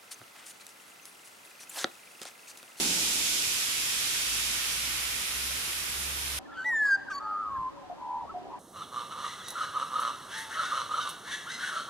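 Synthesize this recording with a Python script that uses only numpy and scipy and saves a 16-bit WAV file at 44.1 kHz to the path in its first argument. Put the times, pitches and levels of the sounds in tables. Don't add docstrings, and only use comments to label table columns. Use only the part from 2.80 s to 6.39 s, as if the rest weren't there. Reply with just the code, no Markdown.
import sys
import numpy as np
from scipy import signal
from scipy.fft import rfft, irfft
from scipy.io import wavfile

SR = 44100
rng = np.random.default_rng(int(sys.argv[2]) if len(sys.argv) > 2 else 0)


def log_audio(samples):
    frames = np.atleast_2d(samples).T
    limited = np.clip(frames, -1, 1)
    pcm = np.round(limited * 32767).astype(np.int16)
    wavfile.write(sys.argv[1], SR, pcm)


N = 158319
TOP_HZ = 15200


def undb(db):
    return 10 ** (np.asarray(db) / 20)


def level(x, db):
    return x * undb(db) / np.sqrt(np.mean(x ** 2))


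def seconds():
    return np.arange(N) / SR


def bins():
    return np.fft.rfftfreq(N, 1 / SR)


def curve(table, axis=1):
    rows = np.array(table)
    return np.interp(seconds(), rows[:, 0], rows[:, axis])


def at_pitch(table, hz):
    rows = np.array(table)
    return np.interp(np.log(np.maximum(hz, 1)), np.log(rows[:, 0]), rows[:, 1])


def noise(gain):
    spectrum = rfft(rng.standard_normal(N)) * gain
    return level(irfft(spectrum, N), 0)


def walk(rate_hz):
    points = rng.standard_normal(1024)
    return np.interp(seconds() * rate_hz, np.arange(len(points)), points)


def pan(x, db):
    return x * undb(np.array([[db], [-db]]) / 2)


def room_noise(spectrum):
    low_shared_hz = 537
    f = bins()
    shared = 1 / (1 + (f / low_shared_hz) ** 2)
    white = rfft(rng.standard_normal((2, N)))
    mid, side = white * undb(at_pitch(spectrum, f)) * np.sqrt([1 + shared, 1 - shared])
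    return level(irfft(np.array([mid + side, mid - side]), N), 0)


def reflections():
    echo_db, echo_delay_s, echo_t60_s = -9.5, .006, .25
    t = seconds()
    decay = np.exp(-np.log(1000) * t / echo_t60_s)
    tail = rng.standard_normal(N) * (t > echo_delay_s) * decay
    return 1 + undb(echo_db) * rfft(tail) / np.sqrt(np.sum(tail ** 2))


def workshop():
    # f/Hz, relative density/dB
    rumble_spectrum = [(20, -12), (35, -2.5), (60, 2), (95, -4.5), (125, 0.5), (200, -3), (350, -3),
                       (600, -6.5), (1200, -18.5), (3000, -35)]
    rumble_db, pan_db = -53, -4.5
    return pan(undb(rumble_db) * room_noise(rumble_spectrum), pan_db)


def rush():
    # f/Hz, relative density/dB
    rush_spectrum = [(60, -15), (130, -16), (170, 1), (230, -2.5), (330, 1), (470, -7.5), (650, -10),
                     (900, -5.5), (1500, -44), (3000, -46)]
    start_db, fall_db_per_s, pan_db = -38.5, 24.5, -4.5
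    fade = undb(start_db - fall_db_per_s * seconds())
    return pan(room_noise(rush_spectrum) * fade, pan_db)


def motor():
    # t/s, fundamental f/Hz, relative level/dB
    run_up = [(1.33, 55, -72), (1.52, 55.6, -53), (1.7, 56.8, -50), (1.86, 58.7, -60), (2.0, 59.8, -51),
              (2.3, 61.7, -51), (2.52, 63.3, -60), (2.57, 63.8, -48.5), (2.76, 65, -49), (2.85, 65.9, -57),
              (3.1, 67.1, -52), (3.27, 68.5, -46), (3.59, 69.2, -46)]
    trim_db, octave_db, waver_db, waver_rate_hz, pan_db = -0.5, -13, 1, 11, -5
    phase = 2 * np.pi * np.cumsum(curve(run_up, axis=1)) / SR
    tones = np.sin(phase) + undb(octave_db) * np.sin(2 * phase)
    hum = tones * undb(waver_db * walk(waver_rate_hz))
    return pan(level(hum, trim_db) * undb(curve(run_up, axis=2)), pan_db)


def rings(jet_db):
    # f/Hz, rms level before pan and jet gain/dB
    resonances = [(1491, -61.5), (2466, -56), (2541, -57.5), (3187, -55.5), (3806, -58), (5179, -63),
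                  (5410, -57), (5835, -59), (6735, -61), (7079, -65)]
    half_width_hz, pan_db = 10, -3.5
    follow = 0.85
    f = bins()

    def port():
        total = 0
        for hz, db in resonances:
            total = total + undb(db) * noise(1 / (1 + ((f - hz) / half_width_hz) ** 2))
        return total

    return pan(np.array([port(), port()]), pan_db) * undb(follow * jet_db)


def hiss(spectrum, db, jet_db, count=20):
    # f/Hz, slope/(dB per dB)
    jet_follow = [(300, 0), (1400, -.05), (2200, 0.4), (3300, 0.76), (5500, 1), (7500, 1.37), (9300, 0.42),
                  (11000, 0.49), (14000, 0.34)]
    low_hz = 454
    flicker_db, flicker_rate_hz = 0.6, 17
    swell_s, swell_width_s, swell_db = 1.82, 1, 2.5
    swell_hz, swell_octaves = 1980, 1.05
    f, t = bins(), seconds()
    colour = undb(at_pitch(spectrum, f)) * f / np.hypot(f, low_hz)
    air = rfft(level(noise(colour * reflections()), db))
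    swell = swell_db * (np.exp(-((t - swell_s) / swell_width_s) ** 2) - .5)
    centres_hz = np.geomspace(600, TOP_HZ, count)
    out = 0
    for hz, pick in zip(centres_hz, np.eye(count)):
        band = irfft(air * np.interp(f, centres_hz, pick), N)
        middle = np.exp(-(np.log2(hz / swell_hz) / swell_octaves) ** 2)
        flicker = flicker_db * walk(flicker_rate_hz)
        out = out + band * undb(at_pitch(jet_follow, hz) * jet_db + middle * swell + flicker)
    return out


def scene():
    # t/s, level/dB
    jet = [(0.0, -33), (0.82, -34.5), (0.86, -36), (1.19, -35.5), (2.18, -39), (3.56, -42), (3.59, -42)]
    # f/Hz, relative density/dB
    left_spectrum = [(100, -88), (300, -92), (620, -82), (1000, -79.5), (1400, -76.5), (1750, -78.5),
                     (2300, -73), (2900, -70), (4200, -73), (5400, -72.5), (6400, -75), (7700, -75.5),
                     (8350, -82.5), (9300, -75), (10000, -75), (10900, -69.5), (11800, -74), (13000, -77),
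                     (15000, -87)]
    right_spectrum = [(100, -81), (350, -75.5), (620, -81), (1000, -74), (1400, -70), (1700, -71),
                      (2300, -67), (2900, -68.5), (3550, -67), (4200, -71), (5500, -69), (6400, -70.8),
                      (7700, -70.5), (8350, -73.5), (9300, -67.5), (10000, -74.5), (10900, -75),
                      (11800, -80.5), (13000, -81.5), (15000, -81.5)]
    left_db, right_db = -32.5, -30
    jet_ref_db = -38.5
    flutter_db, flutter_rate_hz = 0.31, 12
    jet_db = curve(jet) - jet_ref_db + flutter_db * walk(flutter_rate_hz)
    left = hiss(left_spectrum, left_db, jet_db)
    right = hiss(right_spectrum, right_db, jet_db)
    return workshop() + rush() + motor() + rings(jet_db) + np.array([left, right])


def record(dry):
    low_pass = signal.ellip(12, .1, 80, TOP_HZ, fs=SR, output="sos")
    return signal.sosfilt(low_pass, dry)


dry = scene()
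out = record(dry)
log_audio(out)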